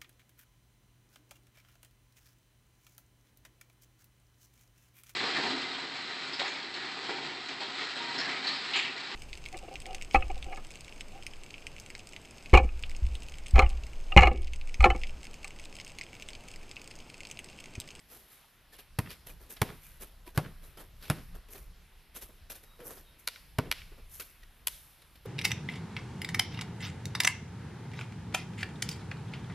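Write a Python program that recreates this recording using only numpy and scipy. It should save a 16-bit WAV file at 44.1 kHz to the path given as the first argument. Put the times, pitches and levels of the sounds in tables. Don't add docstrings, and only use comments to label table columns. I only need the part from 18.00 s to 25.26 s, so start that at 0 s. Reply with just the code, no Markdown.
import sys
import numpy as np
from scipy import signal
from scipy.io import wavfile
from scipy.ndimage import uniform_filter1d

SR = 44100
rng = np.random.default_rng(int(sys.argv[2]) if len(sys.argv) > 2 else 0)


def master(y):
    cut = np.clip(np.atleast_2d(y).T, -1, 1)
    pcm = np.round(cut * 32767)
    wavfile.write(sys.argv[1], SR, pcm.astype(np.int16))


N = 320298


def from_db(db):
    return 10 ** (np.asarray(db) / 20)


def unit_rms(x):
    return x / np.sqrt(np.mean(x ** 2) + 1e-20)


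def at_hz(points, hz):
    freqs, levels = np.transpose(points)
    return np.interp(np.log(hz), np.log(freqs), levels)


def add(track, s, sound):
    start = round(s * SR)
    track[..., start:start + sound.shape[-1]] += sound[..., :track.shape[-1] - start]


def band_pass(x, low, high):
    sos = signal.butter(3, [low, high], "band", fs=SR, output="sos")
    return signal.sosfilt(sos, x + 1e-18)


def drift(rate_hz):
    return np.interp(np.arange(N) / SR * rate_hz, np.arange(1024), rng.standard_normal(1024))


def short_tones(rows, waver):
    t, out, unsteady = np.arange(N) / SR, np.zeros(N), drift(120)
    for s, half_length, hz, db in rows:
        near = np.abs(t - s) < np.pi * half_length
        phase = 2 * np.pi * np.cumsum(hz * (1 + waver * unsteady[near])) / SR
        swell = np.exp(-((t[near] - s) / half_length) ** 2)
        out[near] += np.sqrt(2) * from_db(db) * swell * np.sin(phase)
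    return out


# f/Hz, side over mid/dB
STEREO_WIDTH = [(30, -18.5), (120, -17), (300, -18), (1200, -17.5), (2500, -20), (5000, -14.5),
                (9000, -7.5)]

def noise_bands(envelope, wide_db):
    edges_hz = 22 * 2 ** np.arange(0, 9.6, .5)
    white = rng.standard_normal((2, 2, len(envelope))) * envelope
    for k, (low, high) in enumerate(zip(edges_hz, edges_hz[1:])):
        mid, side = band_pass(white[k % 2], low, high)
        spread = from_db(at_hz(STEREO_WIDTH, np.sqrt(low * high)) + wide_db)
        yield low, high, unit_rms(unit_rms(mid) + spread * unit_rms(side) * [[1], [-1]])


def coloured(spectrum, envelope, wide_db=0):
    return sum(from_db(at_hz(spectrum, np.sqrt(low * high))) * band
               for low, high, band in noise_bands(envelope, wide_db))


# f/Hz, relative level/dB
HISS_SPECTRUM = [(40, -16), (120, -8.5), (300, -10), (600, -9), (1300, -5), (2800, -1.7), (5000, -.8),
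                 (7500, -1.5), (12000, 0.3), (15000, 3)]

def background_hiss(level_db=-61.5, flicker_db=2, wide_db=5):
    hiss = sum(from_db(at_hz(HISS_SPECTRUM, np.sqrt(low * high)) + flicker_db * drift(14)) * band
               for low, high, band in noise_bands(np.ones(N), wide_db))
    return from_db(level_db) * unit_rms(hiss)


# t/s, level/dB
WIND_RIDE = [(0.0, -62.5), (0.44, -79.5), (0.71, -68), (0.99, -60), (1.48, -64), (1.58, -62.5), (1.98, -60),
             (2.3, -59), (2.81, -58), (3.21, -56), (3.58, -56), (3.96, -61.5), (5.34, -68.5), (5.74, -52),
             (5.84, -52), (6.31, -66), (6.71, -65), (7.26, -59)]
# f/Hz, relative level/dB
WIND_SPECTRUM = [(22, 6), (35, -2.5), (60, -0.5), (100, -12.5), (160, -9), (280, -38), (700, -28)]

def breeze(trim_db=4, gust_db=3.5):
    ride_db = np.interp(np.arange(N) / SR, *np.transpose(WIND_RIDE))
    gain = from_db(ride_db + trim_db + gust_db * drift(9))
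    return gain * unit_rms(coloured(WIND_SPECTRUM, np.ones(N)))


# t/s, half length/s, f/Hz, level/dB
BIRD_CALLS = [(4.72, 0.057, 3800, -66), (5.09, .035, 3760, -65.5)]

def bird():
    return short_tones(BIRD_CALLS, waver=0.0158)


WALL_ECHO_S = .0094
# f/Hz, level/dB
SHED_RETURN = [(60, -23), (150, -16.5), (400, -11), (1000, -21.5), (2500, -18), (5000, -16), (8000, -21),
               (12000, -29.5)]
FOREST_RETURN = [(60, -23.5), (200, -29), (500, -29), (1500, -21), (3000, -20), (7000, -17.5), (12000, -14)]

def yard_reverb(hits, shed_s=0.056, spread_s=0.058, near_db=-5, near_s=0.012, forest_t60=1.03, hop=49):
    t = np.arange(0, SR, hop) / SR
    shed = np.exp(-((t - shed_s) / spread_s) ** 2)
    shed += from_db(near_db) * np.exp(-(t - WALL_ECHO_S) / near_s)
    forest = from_db(-60 * t / forest_t60)
    shed, forest = [unit_rms((t > WALL_ECHO_S) * decay) ** 2 / len(t) for decay in (shed, forest)]
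    out, mono = 0, hits.mean(axis=0)
    for low, high, band in noise_bands(np.ones(N), wide_db=5):
        hz = np.sqrt(low * high)
        sent = uniform_filter1d(band_pass(mono, low, high) ** 2, hop)[::hop]
        scatter = from_db(at_hz(SHED_RETURN, hz)) ** 2 * shed
        tail = from_db(at_hz(FOREST_RETURN, hz)) ** 2 * forest
        returned = np.convolve(sent, scatter + tail)
        out = out + np.sqrt(np.abs(returned)).repeat(hop)[:N] * band
    return out


# extra delay/s, relative level/dB
SHED_FACES = [(0, 3), (.012, 4), (.03, -13)]

def with_echoes(hit, wall_db, wall_hz, shed_s, shed_db, faces):
    out = np.zeros((2, SR // 2))
    add(out, 0, hit)
    dulled = signal.lfilter(*signal.butter(1, wall_hz, fs=SR), hit)
    add(out, WALL_ECHO_S, from_db(wall_db) * dulled)
    for lag, db in SHED_FACES[:faces]:
        add(out, shed_s + lag, from_db(shed_db + db) * band_pass(hit, 1200, 3600))
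    return out


# t/s, half length/s, f/Hz, level/dB
HOLLOW_TONES = [(2.279, .013, 980, -53.5), (2.279, 0.0046, 347, -49), (3.558, 0.01, 400, -55.5),
                (4.825, 0.028, 480, -52), (4.9, .045, 490, -57), (7.26, .004, 450, -36.5)]

def scuffs_and_knock():
    return short_tones(HOLLOW_TONES, waver=0.0444)


def stone_rings(force, ring_db=-1, size_db=4, pitches=30, stones_per_s=420, q=69):
    out, clicks = 0, np.zeros((pitches, N))
    for when, which, size in rng.random((round(stones_per_s * N / SR), 3)):
        clicks[int(which * pitches), int(when * N)] = from_db(-size_db * np.log(max(size, .01)))
    for hz, taps in zip(np.geomspace(1283, 13120, pitches), clicks):
        ring = signal.lfilter(*signal.iirpeak(hz, q, fs=SR), taps + 1e-18)
        out = out + ring / np.sqrt(hz)
    return unit_rms(out) * force * from_db(ring_db)


# t/s, heel rise/s, toe lag/s, toe over heel/dB, thud/dB, crunch/dB, grit/dB
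FOOTFALLS = [(0.74, .014, 0.056, 0.5, -63, -56.5, -55.5), (1.115, 0.021, 0.0068, -7, -58, -48.5, -50.5),
             (1.27, 0.0053, 0.031, -3.5, -53.5, -54.5, -48.5), (1.507, 0.0096, .02, -3.5, -57, -57.5, -46),
             (2.015, 0.012, .012, 2, -55, -59.5, -49.5), (2.279, 0.02, 0.082, 2, -57, -59.5, -56.5),
             (2.775, 0.0034, 0.03, 0.5, -49.5, -58, -52), (3.487, 0.0027, 0.072, 6.5, -59.5, -63, -61),
             (4.167, 0.014, 0.059, 0, -53.5, -52, -44), (4.503, 0.0044, 0.057, -8.5, -50.5, -47.5, -42),
             (4.916, 0.021, 0.061, -4, -50.5, -57.5, -49.5), (5.924, .008, 0.063, 1.5, -58.5, -87, -71),
             (6.2, 0.0033, .03, -38, -53.5, -44, -40.5)]
# t of full weight/s, length/s, thud/dB, crunch/dB, grit/dB
GRAVEL_PUSHES = [(0.129, 0.1, -61, -61.5, -54.5), (0.326, 0.11, -93, -66, -59),
                 (1.421, 0.047, -61, -67, -60.5), (1.856, 0.094, -88, -65.5, -56),
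                 (2.646, 0.065, -62, -64.5, -57), (3.046, 0.079, -60, -53, -55),
                 (3.354, 0.021, -54.5, -67, -59.5), (3.529, 0.065, -60.5, -63, -51),
                 (4.296, 0.015, -56.5, -67, -68), (4.636, 0.015, -64, -67, -58),
                 (4.809, 0.042, -52.5, -62, -60.5), (4.869, 0.062, -53.5, -68, -47),
                 (5.2, .04, -88, -85, -59), (6.146, .1, -105, -64, -50), (7.26, 0.0142, -43.5, -54.5, -53)]
# t/s, level/dB
PEBBLE_CLICKS = [(1.572, -44.5), (6.436, -54), (7.024, -54.5), (7.16, -53.5)]
# thud/dB, crunch/dB, grit/dB
PEBBLE_MIX = [-10, -3, -10]

def presses(heel_fall_s=0.021, toe_rise_s=0.012, toe_fall_s=0.02, click_rise_s=0.0058, click_fall_s=.005):
    for s, rise, toe_lag, toe_db, *levels_db in FOOTFALLS:
        yield s, rise, heel_fall_s, levels_db
        yield s + toe_lag, toe_rise_s, toe_fall_s, np.add(levels_db, toe_db)
    for s, length, *levels_db in GRAVEL_PUSHES:
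        yield s, 0.37 * length, length, levels_db
    for s, db in PEBBLE_CLICKS:
        yield s, click_rise_s, click_fall_s, np.add(PEBBLE_MIX, db)


# f/Hz, relative level/dB
LOW_THUD = [(90, -20), (200, -5.5), (330, -3.5), (470, 1.5), (680, -5.5), (1000, -5.5), (1800, -6),
            (4000, -74)]
STONE_CRUNCH = [(300, -13), (800, -3.5), (1400, 1), (2500, 8.5), (4500, 10.5), (7000, 4.5), (12000, -7)]
SAND_GRIT = [(1000, -68), (3500, -35), (6000, 0), (9000, -0.5), (12500, 12), (15000, -4.5)]

def gravel(grain_db=3.0, trims_db=(1.4, 2.5, 5.0), settle_db=-17, settle_s=0.089, hop=24):
    t, power = np.arange(0, N, hop) / SR, 0
    for s, rise, fall, levels_db in presses():
        press = np.exp(-np.where(t < s, ((t - s) / rise) ** 2, (t - s) / fall).clip(0, 20))
        settle = from_db(settle_db) * (t > s) * np.exp(-np.abs(t - s) / settle_s)
        power = power + from_db(levels_db)[:, None] ** 2 * (press ** 2 + settle ** 2)
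    grain_sizes = np.minimum(rng.exponential(1, len(t)), 5)
    grains = from_db(grain_db * grain_sizes).repeat(hop)[:N]
    forces = np.sqrt(power).repeat(hop, axis=1)[:, :N]
    layers = zip(forces, (LOW_THUD, STONE_CRUNCH, SAND_GRIT), trims_db)
    grinding = sum(from_db(db) * force * unit_rms(coloured(spectrum, grains, wide_db=5))
                   for force, spectrum, db in layers)
    return grinding + stone_rings(forces[1])


# knock f/Hz, crack f/Hz, snap f/Hz, grit f/Hz
IMPACT_HZ = [450, 1300, 3300, 11000]

def impact_noise(envelope, levels_db, bass_hz, bass_db):
    spectrum = [(bass_hz / 4, -100), (bass_hz, levels_db[0] + bass_db), *zip(IMPACT_HZ, levels_db)]
    return coloured(spectrum, envelope, wide_db=-3)


# t/s, ground echo delay/s, its level/dB, shed echo delay/s, its send/dB,
# palm hollow f/Hz, slap/dB, grit/dB
HAND_SLAPS = [(5.2753, 0.0021, -9.5, .0835, -18.5, 2160, -39.5, -38),
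              (5.7143, 0.0021, -6.5, .103, -26, 2380, -36.5, -40.5),
              (6.6719, .00203, -8.5, 0.047, -36, 3350, -43, -30.5)]

def catches(slap_s=0.00033, skin_db=-21, skin_s=0.008, touch_s=0.002995, knock_db=-22, crack_db=-8):
    out = np.zeros((2, N))
    t = np.arange(round(.025 * SR)) / SR - touch_s
    palms = np.exp(-(t / slap_s - 1) ** 2)
    skin = from_db(skin_db) * np.exp(np.minimum(t / touch_s, -t / skin_s))
    for s, ground_s, ground_db, shed_s, shed_db, hollow_hz, slap_db, grit_db in HAND_SLAPS:
        levels_db = [slap_db + knock_db, slap_db + crack_db, slap_db, grit_db]
        slap = impact_noise(palms + skin, levels_db, bass_hz=222, bass_db=-28)
        trapped_air = signal.lfilter(*signal.iirpeak(hollow_hz, Q=6.3, fs=SR), slap)
        hit = slap + trapped_air
        add(hit, ground_s, from_db(ground_db) * hit)
        echoed = with_echoes(hit, wall_db=-7, wall_hz=13000, shed_s=shed_s, shed_db=shed_db, faces=1)
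        add(out, s - touch_s, echoed)
    return out


# f/Hz, level over the knock/dB, t60/s
BALL_MODES = [(255, 23, .075), (340, 7, .06), (450, 9, .1), (675, 0, .06), (965, 3, .04), (1330, 10, .029),
              (2180, 2, .04)]

def ball_ring(t, knock_db):
    return sum(from_db(knock_db + db - 60 * t / t60) * np.sin(2 * np.pi * hz * t)
               for hz, db, t60 in BALL_MODES)


# t/s, contact/s, thump/dB, wobble/dB,
# crack length/s, shed echo send/dB, # knock/dB, crack/dB, grit/dB
BALL_BOUNCES = [(0.9875, 0.0096, -19.5, -53, 0.0038, -19.5, -52.5, -48, -44.5),
                (1.6161, 0.0099, -18.5, -53, 0.0039, -24, -47, -42, -39.5),
                (2.3756, .0096, -17.5, -23.5, 0.0016, -22, -51, -45.5, -45.5),
                (3.0997, .0094, -20, -24, 0.00088, -37, -52.5, -43.5, -43.5),
                (5.5845, 0.01053, -20, -30, .0046, -35, -46.5, -44.5, -51)]

def bounces(wobble_hz=148, wobble_t60=0.17, rattle_db=-12.0, rattle_s=0.014, snap_db=-4):
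    out = np.zeros((2, N))
    t = np.arange(round(.1 * SR)) / SR
    rattle = from_db(rattle_db) * np.exp(-t / rattle_s)
    for s, contact, thump_db, wobble_db, crack_s, shed_db, knock_db, crack_db, grit_db in BALL_BOUNCES:
        touching = np.clip((contact - t) * 2000, 0, 1)
        thump = -from_db(thump_db) * np.cos(2 * np.pi * t / contact) * touching
        hit = np.tile(thump + ball_ring(t, knock_db), (2, 1))
        wobble = -from_db(wobble_db - 60 * t / wobble_t60) * np.sin(2 * np.pi * wobble_hz * t)
        add(hit, contact * 2 / 3, wobble[:len(t) // 2])
        crush = np.exp(-(2 * t / crack_s - 1) ** 2)
        levels_db = [knock_db, crack_db, crack_db + snap_db, grit_db]
        hit += impact_noise(crush + rattle, levels_db, bass_hz=260, bass_db=5.0)
        add(out, s, with_echoes(hit, wall_db=-11, wall_hz=3000, shed_s=.072, shed_db=shed_db, faces=3))
    return out


def scene():
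    hits = bounces() + catches()
    return hits + yard_reverb(hits) + gravel() + scuffs_and_knock() + bird() + breeze() + background_hiss()


def record(dry, dip_hz=7400, dip_share=0.67, peak_hz=11300, peak_mix_db=-4, top_hz=13500, cut_hz=14050):
    scooped = dry - dip_share * signal.lfilter(*signal.iirpeak(dip_hz, Q=0.9, fs=SR), dry)
    peak = from_db(peak_mix_db) * signal.lfilter(*signal.iirpeak(peak_hz, Q=7, fs=SR), scooped)
    softened = signal.lfilter(*signal.butter(2, top_hz, fs=SR), scooped + peak)
    return signal.sosfilt(signal.ellip(8, .3, 70, cut_hz, fs=SR, output="sos"), softened)


dry = scene()
out = record(dry)
master(out)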